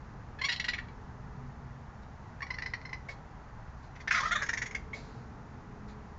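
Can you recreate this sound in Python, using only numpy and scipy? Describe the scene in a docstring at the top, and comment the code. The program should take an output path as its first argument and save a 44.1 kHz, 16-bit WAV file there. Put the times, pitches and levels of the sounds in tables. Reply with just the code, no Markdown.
"""Far traffic drones at night; a raccoon on a patio scolds in two bursts of short raspy chips,
then a snarl that breaks up into chips again, with a few huffs through the nose.
Each call is a squeak of the vocal folds plus breath, shaped by chest, throat, mouth and teeth.
Ground, house wall and a small roof throw the calls back. A narrow-band outdoor camera listens."""
import sys
import numpy as np
from scipy import signal
from scipy.fft import rfft, irfft, next_fast_len
from scipy.io import wavfile

SR = 44100
rng = np.random.default_rng(int(sys.argv[2]) if len(sys.argv) > 2 else 0)


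def file_out(sig):
    """Save sig as 16-bit WAV at sys.argv[1]."""
    # one column per channel
    cols = np.atleast_2d(sig).T
    # limit, then scale
    lim = np.clip(cols, -1, 1)
    pcm = np.round(lim * 32767).astype(np.int16)
    wavfile.write(sys.argv[1], SR, pcm)


N = 272626

# Spectra of road rumble and tyre wash. Each row: frequency in Hz, relative level in dB.
RUMBLE_SPECTRUM = [(8.8, -52), (15, -6), (54, 1.5), (74, 1.5), (92, -4.5), (116, 0), (129, 0), (161, -6),
                   (233, -10), (300, -14.5), (381, -17.5), (416, -15), (520, -18.5), (680, -48.5),
                   (1140, -120)]
TYRE_SPECTRUM = [(310, -46), (520, -12.5), (590, -5.5), (631, -4), (692, -4), (821, -0.5), (986, -2.5),
                 (1310, -5.5), (1960, -11.5), (2190, -17), (3200, -26), (6560, -28), (7190, -32.5),
                 (7970, -52), (10400, -80), (17500, -120)]
# Swell of the far road. 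Each row: time in seconds, gain in dB.
ROAD_SWELL = [(0, -0.2), (.7, .8), (1.9, -1.9), (3.06, 0.5), (3.7, -3.5), (4.4, 2), (5.4, 2.4),
              (6.18, -0.5)]
# Far engines, one curve each. Each row: time in seconds, pitch in Hz, level in dB.
ENGINE_CURVES = [
    [(.5, 230.8, -57.5), (.95, 246.5, -61.5), (1.5, 238.4, -58), (2.3, 205.3, -64)],
    [(.6, 188.8, -74), (1.1, 187.3, -56.5), (1.8, 178.3, -72)],
    [(1.1, 130, -53), (1.7, 132.6, -52), (2.2, 141, -61), (3.3, 145.7, -56.5)],
    [(.7, 451.6, -72), (1.2, 431.5, -69), (1.7, 401, -65.5)],
    [(3.95, 174.6, -75), (4.3, 196, -54.5), (4.6, 214.4, -62.5), (5.2, 234.2, -59), (5.8, 248.5, -60)],
    [(5.4, 203.6, -64.5), (5.9, 210, -55), (6.18, 208.7, -57.5)],
    [(4.3, 449.3, -64.5), (4.8, 434, -62.5), (5.2, 445.4, -63.5), (5.5, 410.4, -68.5), (6.18, 424.6, -61.5)],
]
# Reflections off ground, wall and roof. Each row: delay in seconds, gain in dB.
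ECHOES = [(.0056, -10.5), (.0085, -10), (0.0124, -13.5), (0.0146, -14.5), (.021, -17.5), (.031, -27)]
# Decay of the patio's tail. Each row: frequency in Hz, T60 in seconds.
PATIO_T60 = [(500, 0.28), (2000, 0.27), (4000, 0.32), (8000, 0.27)]
# Nose huffs. Each row: start in seconds, length in seconds, hiss level in dB, puff level in dB.
HUFFS = [(2.027, 0.012, -67.5, -79), (3.084, 0.064, -58, -56), (3.827, .07, -70.5, -73),
         (4.937, 0.084, -56.5, -56.5), (4.984, 0.29, -67, -80), (5.878, 0.066, -66.5, -67)]
# Spectra of a huff's hiss and low puff. Each row: frequency in Hz, relative level in dB.
HISS_SPECTRUM = [(1500, -5), (2200, 9), (3000, -4), (4100, 5.5), (5500, -2), (7300, -5), (8000, -31)]
PUFF_SPECTRUM = [(120, -17), (320, -2), (680, 21), (1000, -25), (1800, 11), (3000, -21)]
# Chest resonance. Each row: frequency in Hz, relative gain in dB.
CHEST_RESPONSE = [(380, -31), (560, 0), (660, 11.5), (800, -25), (1000, -13), (1400, -29)]
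# Rasp colour per phrase, as head and lips move. Each row: frequency in Hz, relative gain in dB.
RASP_FIRST = [(1590, -49), (2700, -2.5), (2910, -2.5), (3460, -5), (3590, -11.5), (4190, 4), (4480, -7),
              (5690, -10), (6280, -23), (6980, -13.5), (7800, -30), (10100, -74), (17200, -120)]
RASP_SECOND = [(2500, -28), (3000, -42), (3400, -9), (3800, -11), (4250, 2), (4900, -5), (5600, 0),
               (6200, -15.5), (7000, -18.5), (7800, -32)]
RASP_SNARL = [(2300, -6), (2700, -11), (3000, 0), (3450, 2.5), (4200, -4), (4800, -2.5), (6200, -2),
              (7000, -8), (7800, -22)]
RASP_SQUEAL = [(2400, -41), (2900, -7), (3550, 4.5), (4100, -4.5), (4900, -19.5), (6300, -3.5), (7000, -3),
               (7800, -21.5)]
RASP_LAST = [(2300, -13), (2750, -3), (3150, -1), (3550, 2), (4200, -5.5), (5200, -1), (6000, 0),
             (6600, 4.5), (7300, -11), (7800, -20)]
# Order of the rasps. 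Each row: start in seconds, centre in Hz, colour table.
RASP_SCHEDULE = [(0, 3900, RASP_FIRST), (2, 4550, RASP_SECOND), (3.5, 4700, RASP_SNARL),
                 (4.29, 4200, RASP_SQUEAL), (4.405, 5500, RASP_LAST)]
# Through a burst the voice roughens and the lips draw back, then close. Each row: time in seconds,
# roughness (capped at 1), rasp and throat levels of an ordinary chip in dB re mouth.
TEMPER = [(.39, 0.46, -9, -8.5), (.44, 0.23, -6, -19.5), (.55, 0.73, 5, -26.5), (.6, 0.7, -2, -27),
          (.685, 0.7, -2.5, -19.5), (.735, 0.96, -14.5, -31.5), (.88, 0.9, -17, -20),
          (2.41, 0.18, -17, -9.5), (2.59, 0.54, -9.5, -16.5), (2.92, 0.39, -15, -13.5),
          (3.09, 0.38, -31, -22), (3.96, 0.93, -14.5, -14), (4.08, 1.06, -6.5, -14),
          (4.6, 0.81, -7.5, -17.5), (4.75, 0.61, -16, -30), (4.93, 0.18, -30, -23)]
# Short high chips. Each row: start in seconds, length in seconds, pitch in Hz, relative level in dB.
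CHIPS = [(.388, 0.013, 870, -41.5), (0.413, 0.014, 1032, -31.5), (0.437, 0.028, 1111, -30.5),
         (0.486, 0.019, 950, -27), (0.514, 0.022, 960, -33.5), (0.56, 0.0069, 1057, -46),
         (0.597, 0.0088, 967, -29.5), (.642, 0.011, 969, -33), (0.682, 0.013, 988.5, -27.5),
         (0.732, 0.016, 1112, -33), (.782, .013, 979, -34.5), (0.881, 0.012, 1100, -57),
         (2.406, 0.0042, 867, -37), (2.42, .0044, 947, -31.5), (2.424, 0.012, 1106, -36.5),
         (2.467, 0.0041, 954, -41), (2.504, 0.01, 1015, -30), (2.539, 0.0096, 1000, -39.5),
         (2.585, 0.0051, 932, -31.5), (2.621, 0.0056, 987, -31.5), (2.66, 0.0079, 986, -32),
         (2.7, .0035, 1050, -53), (2.736, 0.0058, 965, -27.5), (2.814, 0.0036, 990, -45),
         (2.852, 0.0096, 1029, -39), (2.891, 0.01, 1006, -46.5), (2.93, 0.0066, 1019, -31.5),
         (3.087, 0.013, 1085, -38), (3.953, 0.019, 1000, -52.5), (4, .022, 978, -49),
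         (4.0749, 0.013, 861, -28.5), (4.46, 0.014, 950, -41), (4.489, 0.0092, 943, -25.5),
         (4.531, 0.014, 908, -28.5), (4.572, 0.014, 975, -31.5), (4.617, 0.012, 940, -29),
         (4.657, 0.014, 1026, -38), (4.709, .0099, 1025, -42), (4.748, .009, 1045, -28.5),
         (4.932, .01, 1087, -35.5)]
# Low snarl notes. Each row: start in seconds, length in seconds, pitch in Hz, glide as a share of
# the pitch, roughness from 0 to 1, relative level in dB, rasp level in dB re mouth.
SNARL_NOTES = [(4.1082, 0.0084, 672, -0.033, 1, -21.5, -16), (4.116, 0.017, 681, 0, 0.67, -37.5, -0.5),
               (4.136, 0.035, 647, 0, 0.65, -29, -10), (4.169, 0.027, 646.4, 0.028, 0.7, -32.5, -8),
               (4.196, 0.023, 513.7, -.22, 0.4, -41, 0.5), (4.227, 0.024, 585, .14, .25, -41.5, -5),
               (4.252, .021, 635, .1, 0.2, -37, -9), (4.275, 0.02, 637, 0, 0.4, -46.5, 0),
               (4.309, 0.0304, 670, 0.17, 0.23, -31.5, -6), (4.352, .019, 593.4, -0.043, 0.19, -29, -7),
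               (4.377, 0.038, 582, -0.04, 0.55, -42.5, -9), (4.417, 0.021, 563, -0.037, 0.58, -29.5, -12.5)]


def amp(db):
    """Decibels to gain."""
    return 10 ** (np.asarray(db) / 20)


def unit_rms(x):
    """Scales to rms 1."""
    return x / np.sqrt(np.mean(x ** 2) + 1e-20)


def lookup(points, hz):
    """Interpolates a table on a log-frequency axis."""
    f, value = np.transpose(points)
    return np.interp(np.log(hz + 1), np.log(f + 1), value)


def add(mix, start_s, sound):
    """Mixes a sound in at start_s."""
    part = mix[max(round(start_s * SR), 0):][:len(sound)]
    part += sound[:len(part)]


def shaped(x, gain):
    """Filters by gain(frequency); rms 1."""
    size = next_fast_len(len(x))
    spectrum = rfft(x, size) * gain(np.fft.rfftfreq(size, 1 / SR))
    return unit_rms(irfft(spectrum, size)[:len(x)])


def noise(spectrum, count):
    """Noise of a given spectrum; rms 1."""
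    return shaped(rng.standard_normal(count), lambda f: amp(lookup(spectrum, f)))


def wander(rate_hz, count):
    """Smooth random drift up to about rate_hz."""
    return shaped(rng.standard_normal(count + 8192), lambda f: 1 / (1 + (f / rate_hz) ** 4))[:count]


def resonance(f, hz, width_hz, order=2):
    """Band-pass gain; a higher order has steeper skirts."""
    return (1 + ((f * f - hz * hz) / (width_hz * f + 1e-9)) ** 2) ** (-order / 2)


def road(rumble_db=-47.5, tyre_db=-55, steady_below_hz=170):
    """Far road: rumble that swells above its steady deepest part, plus tyre wash."""
    swell = amp(np.interp(np.arange(N) / SR, *np.transpose(ROAD_SWELL)))
    rumble = amp(rumble_db) * noise(RUMBLE_SPECTRUM, N)
    deep = signal.sosfiltfilt(signal.butter(2, steady_below_hz, fs=SR, output="sos"), rumble)
    return deep + swell * (rumble - deep) + amp(tyre_db) * noise(TYRE_SPECTRUM, N)


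def engine(curve, waver=0.012, flicker_db=3):
    """A far engine glides in pitch; the air makes it waver."""
    times_s, hz, db = np.transpose(curve)
    t = np.arange(times_s[0], times_s[-1], 1 / SR)
    pitch_hz = np.interp(t, times_s, hz) * (1 + waver * wander(22, len(t)))
    level = amp(np.interp(t, times_s, db) + flicker_db * wander(10, len(t)))
    tone = np.sqrt(2) * np.sin(2 * np.pi * np.cumsum(pitch_hz) / SR)
    return level * signal.windows.tukey(len(t), 0.15) * tone


def patio(x, tail_db=-12, build_s=0.011):
    """Direct sound, a few hard reflections and a short scattered tail."""
    count = SR // 2
    hz, t, bins = signal.stft(rng.standard_normal(count), SR, nperseg=256)
    decay = amp(-60 * t / lookup(PATIO_T60, hz)[:, None])
    tail = signal.istft(bins * decay, SR, nperseg=256)[1][:count]
    tail *= 1 - np.exp(-np.arange(count) / SR / build_s)
    response = amp(tail_db) * tail / np.linalg.norm(tail)
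    response[0] = 1
    for delay_s, db in ECHOES:
        add(response, delay_s * rng.uniform(0.96, 1.05), amp([db]))  # paths shift as the animal moves
    return signal.fftconvolve(x, response)


def huff(length_s, hiss_db, puff_db, fade_db=16, attack_s=0.0038):
    """Air through the nose: a low puff with hiss on top, quick to start, then fading."""
    t = np.arange(int(length_s * SR)) / SR
    envelope = unit_rms((1 - np.exp(-t / attack_s)) * amp(-fade_db * (t / length_s) ** 2))
    hiss = amp(hiss_db) * noise(HISS_SPECTRUM, len(t))
    puff = amp(puff_db) * noise(PUFF_SPECTRUM, len(t))
    return envelope * (hiss + puff)


def vocal_folds(contour_hz, rough, jitter=0.092, doubling=0.92):
    """Harmonic buzz and pulsed breath; rough folds jitter and alternate strong and weak beats."""
    count = len(contour_hz)
    cycles = np.cumsum(contour_hz * (1 + jitter * rough * wander(530, count))) / SR
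    phases = rng.random(size=14)
    buzz = sum(np.cos(2 * np.pi * (k * cycles + phase)) for k, phase in enumerate(phases, 1))
    buzz *= 1 + doubling * rough * np.cos(np.pi * cycles)
    breath = (4.5 + np.cos(2 * np.pi * cycles)) * rng.standard_normal(count)
    return unit_rms(buzz), rough * unit_rms(breath)


def teeth_rasp(source, start_s, width_hz=5000, muzzle_db=3.5, muzzle_spacing_hz=1150):
    """Rasp at the teeth in the phrase's colour; the muzzle resonances shift with each syllable."""
    centre_hz, colour = [(hz, table) for from_s, hz, table in RASP_SCHEDULE if from_s <= start_s][-1]
    rasp = shaped(source, lambda f: resonance(f, centre_hz, width_hz) * amp(lookup(colour, f)))
    lips = rng.random()
    return shaped(rasp, lambda f: amp(muzzle_db * np.cos(2 * np.pi * (f / muzzle_spacing_hz + lips))))


def syllable(start_s, length_s, pitch_hz, glide, rough, level_db, *, mouth_hz, mouth_width_hz,
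             throat_hz, throat_db, rasp_db, chest_db, arch, breathiness, crest_share,
             attack_s=0.00011, release_s=0.0036, rasp_release_s=0.0087,
             sag_db=7, flutter_db=5, flutter_hz=260):
    """One arched squeak of the folds, with breath, through chest, throat, mouth and teeth."""
    t = np.arange(4096) / SR
    rough = np.clip(rough, 0, 1)
    along = np.clip(2 * t / length_s - 1, -1, 1)
    contour_hz = pitch_hz * (1 + glide * along / 2 + arch * (1 / 3 - along ** 2))
    buzz, breath = vocal_folds(contour_hz, rough)

    inner = buzz + 0.71 * breath
    chest = shaped(inner, lambda f: amp(lookup(CHEST_RESPONSE, f)) * (f < CHEST_RESPONSE[-1][0]))
    throat = shaped(inner, lambda f: resonance(f, throat_hz, width_hz=640, order=3))
    mouth = shaped(buzz + breathiness * breath, lambda f: resonance(f, mouth_hz, mouth_width_hz, order=5))
    rasp = teeth_rasp(buzz + 1.9 * breathiness * breath, start_s)

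    # Air flow starts at once, crests and is cut off; rough folds make it flutter.
    swell = amp(-sag_db * (along + 1 - 2 * crest_share) ** 2)
    past_end_s = np.maximum(t - length_s, 0)
    flow = (1 - np.exp(-t / attack_s)) * np.exp(-past_end_s / release_s) * swell
    flutter = amp(flutter_db * rough * np.tanh(wander(flutter_hz, len(t))))
    # The rasp needs pressure: it builds late and outlasts the voice.
    rasp_flow = (1 - np.exp(-t / (0.16 * length_s))) * np.exp(-past_end_s / rasp_release_s) * swell
    voice = (unit_rms(flow * mouth * flutter)
             + amp(throat_db) * unit_rms(flow * throat * flutter)
             + amp(rasp_db) * unit_rms(rasp_flow * rasp * flutter ** 0.31)
             + amp(chest_db) * unit_rms(flow * chest))
    return amp(level_db) * voice * np.sqrt(length_s * SR / len(t))


def chip(start_s, length_s, pitch_hz, level_db, ordinary_hz=1000, ordinary_db=-33):
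    """A high chip, coloured by the burst's temper; the throat rings on the fundamental."""
    times_s, *controls = np.transpose(TEMPER)
    rough, rasp_db, throat_db = (np.interp(start_s, times_s, control) for control in controls)
    higher_hz = pitch_hz - ordinary_hz
    throat_db += 0.0611 * higher_hz
    rasp_db += 0.0425 * higher_hz - 0.28 * (level_db - ordinary_db)  # tight or weak chips rasp more
    glide = 0.13 * (1 - rough) ** 2
    return syllable(start_s, length_s, pitch_hz, glide, rough, level_db,
                    mouth_hz=1930 + 1.1 * higher_hz, mouth_width_hz=1300,
                    throat_hz=pitch_hz, throat_db=throat_db, rasp_db=rasp_db, chest_db=-29,
                    arch=0.043, breathiness=1, crest_share=0.47)


def snarl_note(start_s, length_s, pitch_hz, glide, rough, level_db, rasp_db,
               jaw_shut_s=4.245, opening_db_per_s=141.5, sink_hz_per_s=800):
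    """A low, breathy note that rings the chest; the throat takes over as the jaw nearly shuts."""
    mouth_hz = 1950 - sink_hz_per_s * (start_s - SNARL_NOTES[0][0])
    throat_db = 11.5 - opening_db_per_s * abs(start_s + length_s / 2 - jaw_shut_s)
    return syllable(start_s, length_s, pitch_hz, glide, rough, level_db,
                    mouth_hz=mouth_hz, mouth_width_hz=1130,
                    throat_hz=2 * pitch_hz, throat_db=throat_db, rasp_db=rasp_db,
                    chest_db=-13 - 20 * rough, arch=0.15, breathiness=2.7, crest_share=0.49)


def scene(voice_db=-3):
    """Far traffic, then the raccoon's calls and huffs on the patio."""
    out = road()
    for curve in ENGINE_CURVES:
        add(out, curve[0][0], engine(curve))
    calls = [(row[0], chip(*row)) for row in CHIPS]
    calls += [(row[0], snarl_note(*row)) for row in SNARL_NOTES]
    for start_s, call in calls:
        add(out, start_s, amp(voice_db) * patio(call))
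    for start_s, length_s, hiss_db, puff_db in HUFFS:
        add(out, start_s, patio(huff(length_s, hiss_db, puff_db)))
    return out[None]


def record(dry):
    """The camera's band limit."""
    edge_hz = 7950
    lowpass = signal.firwin(255, edge_hz, window=("kaiser", 8), fs=SR)
    return signal.oaconvolve(dry, lowpass[None], "same")


dry = scene()
out = record(dry)
file_out(out)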